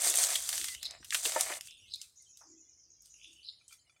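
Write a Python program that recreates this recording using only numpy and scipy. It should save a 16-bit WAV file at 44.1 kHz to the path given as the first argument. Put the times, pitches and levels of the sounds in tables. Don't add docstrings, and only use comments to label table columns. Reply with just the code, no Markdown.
import sys
import numpy as np
from scipy import signal
from scipy.fft import rfft, irfft
from scipy.io import wavfile

SR = 44100
rng = np.random.default_rng(int(sys.argv[2]) if len(sys.argv) > 2 else 0)


def wav_record(signal):
    frames = np.transpose(np.atleast_2d(signal))
    bounded = np.clip(frames, -1, 1)
    quanta = np.round(bounded * 32767).astype(np.int16)
    wavfile.write(sys.argv[1], SR, quanta)


N = 176400
T = np.arange(N) / SR
TOP_HZ = 16200
TWIG_ECHO_T60_S = .13


def amp(db):
    return 10 ** (np.asarray(db) / 20)


def unit(x):
    return x / np.sqrt(np.mean(x ** 2) + 1e-30)


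def curve(rows, t, column=1):
    return np.interp(t, np.array(rows)[:, 0], np.array(rows)[:, column])


def add(out, at, x):
    i = max(int(at * SR), 0)
    out[i:i + len(x)] += x[:max(N - i, 0)]


def colour(x, points):
    hz, db = np.array(points).T
    f = np.maximum(np.fft.rfftfreq(len(x), 1 / SR), 1)
    gain = amp(np.interp(np.log(f), np.log(hz), db))
    return unit(irfft(rfft(x) * gain, len(x)))


def band(x, hz, octaves):
    f = np.maximum(np.fft.rfftfreq(len(x), 1 / SR), 1)
    return irfft(rfft(x) * np.exp(-.5 * (np.log2(f / hz) / octaves) ** 2), len(x))


def fade(t, t60):
    return np.exp(-np.log(1000) * t / t60)


def scatter(x, t60):
    t = T[:SR // 2]
    tail = rng.standard_normal(len(t)) * fade(t, t60)
    return signal.fftconvolve(x, tail / np.linalg.norm(tail))[:N]


def wander(hz):
    return unit(band(rng.standard_normal(N), hz, 0.88))


def contacts(per_s, spread_db):
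    chance = rng.uniform(-1, 1, N)
    hit = np.flatnonzero(np.abs(chance) < per_s / SR)
    size = np.minimum(-np.log(np.abs(chance[hit]) * SR / per_s), 5)
    out = np.zeros(N)
    out[hit] = np.sign(chance[hit]) * amp(spread_db * size)
    return out


def burst(hz, octaves, decay_s, attack_s, size=4096):
    t = T[:size]
    envelope = (1 - np.exp(-t / attack_s)) * np.exp(-t / decay_s)
    x = band(rng.standard_normal(size), hz, octaves) * envelope
    low_cut_hz = hz * 2 ** (-1.7 * max(octaves, .5))
    x = signal.lfilter(*signal.butter(3, low_cut_hz, "high", fs=SR), x)
    return x * np.sqrt(decay_s * SR / np.sum(x ** 2))


def leaves(per_s=3500, spread_db=3, ring_db=-3, brush_db=-1, brush_s=0.0019, echo_db=-7):
    # time in seconds, level in dB.
    rustle = [(0,-37),(.06,-27),(.1,-28.5),(.135,-34.5),(.19,-29.5),(.24,-28),(.285,-34.5),(.33,-32.5),(.4,-38.5),(.47,-39.5),(.55,-37),(.66,-40),(.745,-45),(.765,-56),(.82,-61.5),(.88,-72),(1.0,-77),(1.11,-51.5),(1.135,-34.5),(1.165,-34.5),(1.225,-43),(1.262,-30.5),(1.3,-37.5),(1.36,-39),(1.415,-35),(1.47,-40.5),(1.58,-44.5),(1.595,-65),(1.66,-52),(1.76,-77),(1.86,-74),(2.0,-68),(2.03,-56),(2.14,-74),(2.35,-84),(2.39,-63),(2.52,-100),(2.98,-99.5),(3.06,-64),(3.13,-77),(3.29,-79),(3.34,-71),(3.44,-83),(3.66,-96.5),(3.69,-65),(3.74,-59),(3.85,-98),(4,-85)]
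    # frequency in Hz, relative level in dB.
    leaf_tone = [(200,-46.5),(550,-32),(900,-23),(1250,-14.5),(2000,-16),(3500,-8.5),(5000,-6),(6500,-4),(8400,0.5),(10500,-8.5),(13000,-12),(16000,-20)]
    ticks = unit(contacts(per_s, spread_db))
    ring_hz = np.geomspace(1500, 14000, num=30)
    rings = unit(sum(band(contacts(per_s / 20, spread_db), hz, 0.077) for hz in ring_hz))
    crackle = ticks + amp(ring_db) * rings
    trailing_power = signal.lfilter([1], [1, -np.exp(-1 / (brush_s * SR))], crackle ** 2)
    brush = unit(np.sqrt(trailing_power) * rng.standard_normal(N))
    crown = crackle + amp(brush_db) * brush + amp(echo_db) * scatter(crackle, t60=.03)
    return colour(crown, leaf_tone) * amp(curve(rustle, T))


def patter(per_s=220, low_hz=2000, high_hz=11000, spread_db=3.6, dulling_db=-5):
    # time in seconds, level in dB.
    settling = [(0,-61),(.9,-66.5),(1.0,-63),(1.7,-66.5),(2.12,-70.5),(2.3,-72),(2.55,-79.5),(2.95,-87),(3.25,-66),(3.55,-74.5),(3.75,-70.5),(4,-77.5)]
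    out = np.zeros(N)
    for when, pitch, chance in rng.random((int(per_s * N / SR), 3)):
        touch = burst(low_hz + (high_hz - low_hz) * pitch, octaves=.02, decay_s=.015, attack_s=.002)
        size = min(-np.log(1 - chance), 3)
        add(out, when * N / SR, amp(dulling_db * pitch + spread_db * size) * touch)
    return unit(out + scatter(out, t60=0.14)) * amp(curve(settling, T))


def branches():
    # time in seconds, level in dB.
    scrape_level = [(0,-50.5),(.06,-39),(.13,-48.5),(.2,-42),(.3,-44.5),(.46,-59.5),(.54,-49.5),(.62,-70),(.72,-73),(.79,-79),(.86,-64),(.95,-56.5),(1.0,-73),(1.12,-84.5),(1.16,-55),(1.22,-60.5),(1.265,-49.5),(1.33,-48),(1.39,-41),(1.46,-48.5),(1.515,-43.5),(1.58,-51.5),(1.6,-69),(1.72,-100),(1.85,-118.5),(4,-85)]
    sway_level = [(0,-72),(.75,-68.5),(1.55,-74),(1.95,-74),(2.15,-88),(3.2,-80.5),(4,-91)]
    # frequency in Hz, relative level in dB.
    wood_tone = [(80,-39.5),(220,-27.5),(330,-10),(520,-5),(900,-2.5),(1500,-4.5),(2300,-6),(4000,-15),(9000,-42.5)]
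    sway_tone = [(25,-27.5),(55,2),(120,-7.5),(220,-16),(450,-21),(2000,-58)]
    # start in seconds, level in dB, centre in Hz, width in octaves, decay in seconds.
    rubs = [(0.042,-53,450,0.48,0.12),(0.591,-61,300,0.3,0.032),(1.255,-44.5,450,0.33,.012),(1,-61.5,204,0.61,0.012),(2.409,-63.5,910,0.65,0.038)]
    slips = contacts(per_s=1100, spread_db=3.5)
    scrape = colour(slips + scatter(slips, t60=0.016), wood_tone) * amp(curve(scrape_level, T))
    sway = colour(rng.standard_normal(N), sway_tone) * amp(curve(sway_level, T))
    out = scrape + sway
    for at, db, hz, octaves, decay_s in rubs:
        add(out, at, amp(db) * burst(hz, octaves, decay_s, attack_s=0.0023, size=16384))
    return out


def outdoor_air(level_db=-82):
    # frequency in Hz, relative level in dB.
    air_tone = [(20,-34),(38,-24.5),(54,-5),(80,-3),(120,-2),(200,-14),(400,-13.5),(1000,-21),(3000,-24.5),(8000,-27.5),(16000,-34.5)]
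    return amp(level_db) * colour(rng.standard_normal(N), air_tone)


def twig_snaps(dull_hz=12500, echo_db=-9):
    # start in seconds, level in dB, centre in Hz, width in octaves, decay in seconds.
    snaps = [(0.0195,-24,8300,0.25,0.0014),(0.098,-24.5,8200,0.36,0.0057),(.140,-26,4930,2.5,0.0022),(0.1564,-18.5,8650,0.77,0.0012),(.173,-19.5,8050,0.13,0.0026),(.186,-23,6640,0.5,0.0038),(.232,-24.5,6200,0.14,0.0021),(.238,-20,6500,1.2,0.0017),(0.304,-23,6600,2.5,0.00089),(0.34,-32,6040,1.2,0.0012),(0.355,-22.5,3230,0.084,0.0018),(0.3572,-24.5,4800,0.99,0.0028),
             (0.4903,-23.5,6360,1.63,0.0027),(0.5281,-31,4850,1.48,0.0066),(0.5789,-25.5,5000,1.5,0.0014),(0.614,-26,3800,1,0.00039),(0.642,-31,4440,1.45,0.0043),(0.684,-34,4220,1.12,0.0042),(0.748,-38,3830,1.12,0.0027),(.829,-34.5,5000,1.3,0.004),(0.852,-44,4750,0.85,0.012),(0.9093,-36.5,4600,0.71,0.0017),(1.028,-56,2170,0.86,0.0088),(1.045,-45.5,5300,1.4,0.0083),
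             (1.1062,-29,4430,0.8,0.0019),(1.124,-34,1930,0.51,0.0069),(1.1453,-23,3550,1.44,0.0044),(1.151,-25.5,4500,1.6,0.0026),(1.253,-25.5,3460,2.35,0.0022),(1.258,-23.5,3450,0.78,0.0012),(1.3197,-33,3480,1.5,0.0039),(1.409,-17.5,7500,1.1,0.0021),(1.504,-40.5,780,0.86,0.0085),(1.517,-43,1980,0.83,0.0081),(1.537,-39,4400,0.65,0.003),(1.6097,-31.5,7000,1.36,0.0011),(1.672,-42,5300,1,0.0016),(1.7085,-47,4300,0.69,0.0017),(1.779,-62,6070,.9,0.0012),
             (1.937,-46.5,7000,0.48,0.008),(1.9575,-44,7000,0.69,0.0021),(2.015,-39.5,5560,0.71,0.0041),(2.025,-49.5,6000,0.74,.004),(2.222,-54,8000,.4,0.0018),(2.372,-49,6500,0.77,0.0026),(3.021,-55.5,10000,.45,0.0023),(3.058,-51.5,6700,.7,0.002),(3.07,-59,7620,0.3,0.0019),(3.33,-58.5,6880,0.45,0.0051),(3.68,-51,7400,0.33,0.0042),(3.727,-52.5,6450,0.91,0.0052)]
    out = np.zeros(N)
    for at, db, hz, octaves, decay_s in snaps:
        add(out, at, amp(db) * burst(hz, octaves, decay_s, attack_s=0.00021))
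    out = signal.sosfilt(signal.butter(2, dull_hz, fs=SR, output="sos"), out)
    return out + amp(echo_db) * scatter(out, TWIG_ECHO_T60_S)


def trill(pitch, depth_hz, rate_hz=132):
    rate = rate_hz * (1 + 0.36 * wander(60)[:len(pitch)])
    shake = np.sin(2 * np.pi * np.cumsum(rate) / SR)
    return 2 * np.pi * np.cumsum(pitch + depth_hz * shake) / SR


def near_bird(overtone_db=-30.5, flutter_db=5.5, direct_db=-3, echo_db=-3.5, chip_echo_db=-11):
    # time in seconds, relative level in dB.
    calls = [(0.522,-48.5),(1.603,-52),(3.142,-53)]
    closing_chips = [(.855,-30),(0.8618,-29),(.868,-30),(1.939,-28),(1.9463,-30.5),(1.9605,-40.5),(3.488,-32.5),(3.492,-33.5),(3.4996,-39)]
    # seconds into it, pitch in Hz, trill depth in Hz, relative level in dB.
    shape = [(0,2750,100,-14),(.04,2736,283,-17),(.085,3081,535,-3),(.12,3170,528,-1.5),(.17,3047,453,-15.5),(.205,3076,185,-21),(.225,2950,80,-8),(.255,2896,255.5,-8),(.285,3650,600,-9),(.305,4600,720,1),(.335,4570,700,6),(.36,4276,509,-5),(.375,4080,312,-37.5)]
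    song, chips, t = np.zeros(N), np.zeros(N), T[:int(shape[-1][0] * SR)]
    for at, db in calls:
        phase = trill(curve(shape, t), curve(shape, t, column=2))
        voice = np.sin(phase) + amp(overtone_db) * np.sin(2 * phase)
        add(song, at, amp(db + curve(shape, t, column=3)) * voice)
    song *= amp(flutter_db * wander(70))
    chip_s, chip_hz, fall_hz_per_s = .0011, 4030, 270000
    u = T[:SR // 50] - .01
    sweep = np.sin(2 * np.pi * (chip_hz - fall_hz_per_s * u / 2) * u)
    chip = np.exp(-.5 * (u / chip_s) ** 2) * sweep
    for at, db in closing_chips:
        add(chips, at + u[0], amp(db) * chip)
    echo = scatter(amp(echo_db) * song + amp(chip_echo_db) * chips, t60=0.41)
    return amp(direct_db) * song + chips + echo


def whistle(waver=0.011):
    # start in seconds, level in dB, length in seconds, first and last pitch in Hz.
    notes = [(0.66,-49.5,0.097,2085,1970)]
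    out = np.zeros(N)
    for at, db, length, start_hz, end_hz in notes:
        u = np.linspace(0, 1, int(length * SR))
        pitch = start_hz + (end_hz - start_hz) * u + start_hz * waver * wander(60)[:len(u)]
        swell = np.sqrt(4 * u * (1 - u))
        add(out, at, amp(db) * swell * np.sin(2 * np.pi * np.cumsum(pitch) / SR))
    return out


def pole(attack_s=0.00076, low_cut_hz=349.7):
    # start in seconds, relative level in dB.
    knocks = [(1.3605,-20),(1.36375,-23),(1.3735,-29)]
    # frequency in Hz, relative level in dB, seconds to fall 60 dB.
    modes = [(385,-20,.055),(538,-7.5,.06),(616,-8,0.06),(902,-2.5,0.033),(1294,-9,0.031),(1752,-9.5,0.041)]
    out, t = np.zeros(N), T[:SR // 4]
    ring = sum(amp(db) * np.sin(2 * np.pi * hz * t) * fade(t, t60) for hz, db, t60 in modes)
    for at, db in knocks:
        add(out, at, amp(db) * ring * (1 - np.exp(-t / attack_s)))
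    return signal.sosfilt(signal.butter(4, low_cut_hz, "high", fs=SR, output="sos"), out)


def far_bird(fall_hz=1004, depth_hz=647, waver_hz=140, flutter_db=4.5, direct_db=-3, echo_db=1):
    # start in seconds, relative level in dB, pitch near the note's top in Hz.
    notes = [(2.155,-59.5,6980),(2.28,-60,6840),(2.384,-60,6540),(2.47,-62,6990),(2.57,-60.5,7015),(2.665,-62,6810),(2.775,-61,6600),(2.89,-63.5,6600),(2.989,-64,6500),(3.095,-60,6950),(3.205,-65,6200)]
    note_s = .11
    out, u = np.zeros(N), np.linspace(0, 1, int(note_s * SR))
    swell = np.sin(np.pi * u ** 0.46)
    for at, db, top_hz in notes:
        pitch = top_hz - depth_hz / 2 - fall_hz * u + waver_hz * wander(28.9)[:len(u)]
        add(out, at, amp(db) * swell * np.sin(trill(pitch, depth_hz)))
    out *= amp(flutter_db * wander(40))
    return amp(direct_db) * out + amp(echo_db) * scatter(out, t60=0.42)


def hoots(hz=324.3, waver=0.067, echo_db=-1):
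    # start in seconds, level in dB, length in seconds.
    notes = [(2.44,-63,0.16),(2.85,-78.5,0.065),(3.252,-70.5,0.082)]
    swell = np.zeros(N)
    for at, db, length in notes:
        add(swell, at, amp(db) * np.sin(np.linspace(0, np.pi, int(length * SR))))
    pitch = hz * (1 + waver * wander(35))
    voice = swell * np.sin(2 * np.pi * np.cumsum(pitch) / SR)
    return voice + amp(echo_db) * scatter(voice, t60=0.49)


def twig_taps(attack_s=0.00079, spread_db=2, echo_db=-5):
    # start in seconds, relative level in dB.
    taps = [(3.612,-68),(3.708,-59),(3.724,-52.5),(3.8955,-61),(3.9634,-64.5)]
    # frequency in Hz, relative level in dB, seconds to fall 60 dB.
    modes = [(1330,-2,0.049),(2377,6,0.036),(3450,-11.5,0.11),(4570,-7.5,0.056),(5243,-16,.11),(6540,-8,0.079)]
    out, t = np.zeros(N), T[:SR // 4]
    for at, db in taps:
        ring = np.zeros(len(t))
        for hz, mode_db, t60 in modes:
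            gain = amp(mode_db + spread_db * rng.standard_normal())
            ring += gain * np.sin(2 * np.pi * hz * t) * fade(t, t60)
        add(out, at, amp(db) * ring * (1 - np.exp(-t / attack_s)))
    return out + amp(echo_db) * scatter(out, TWIG_ECHO_T60_S)


def scene():
    air = outdoor_air()
    tree = leaves() + patter() + branches() + twig_snaps() + twig_taps() + pole()
    return (tree + near_bird() + far_bird() + whistle() + hoots() + air)[None]


def record(dry):
    return signal.sosfilt(signal.ellip(10, .2, 80, TOP_HZ, fs=SR, output="sos"), dry)


dry = scene()
out = record(dry)
wav_record(out)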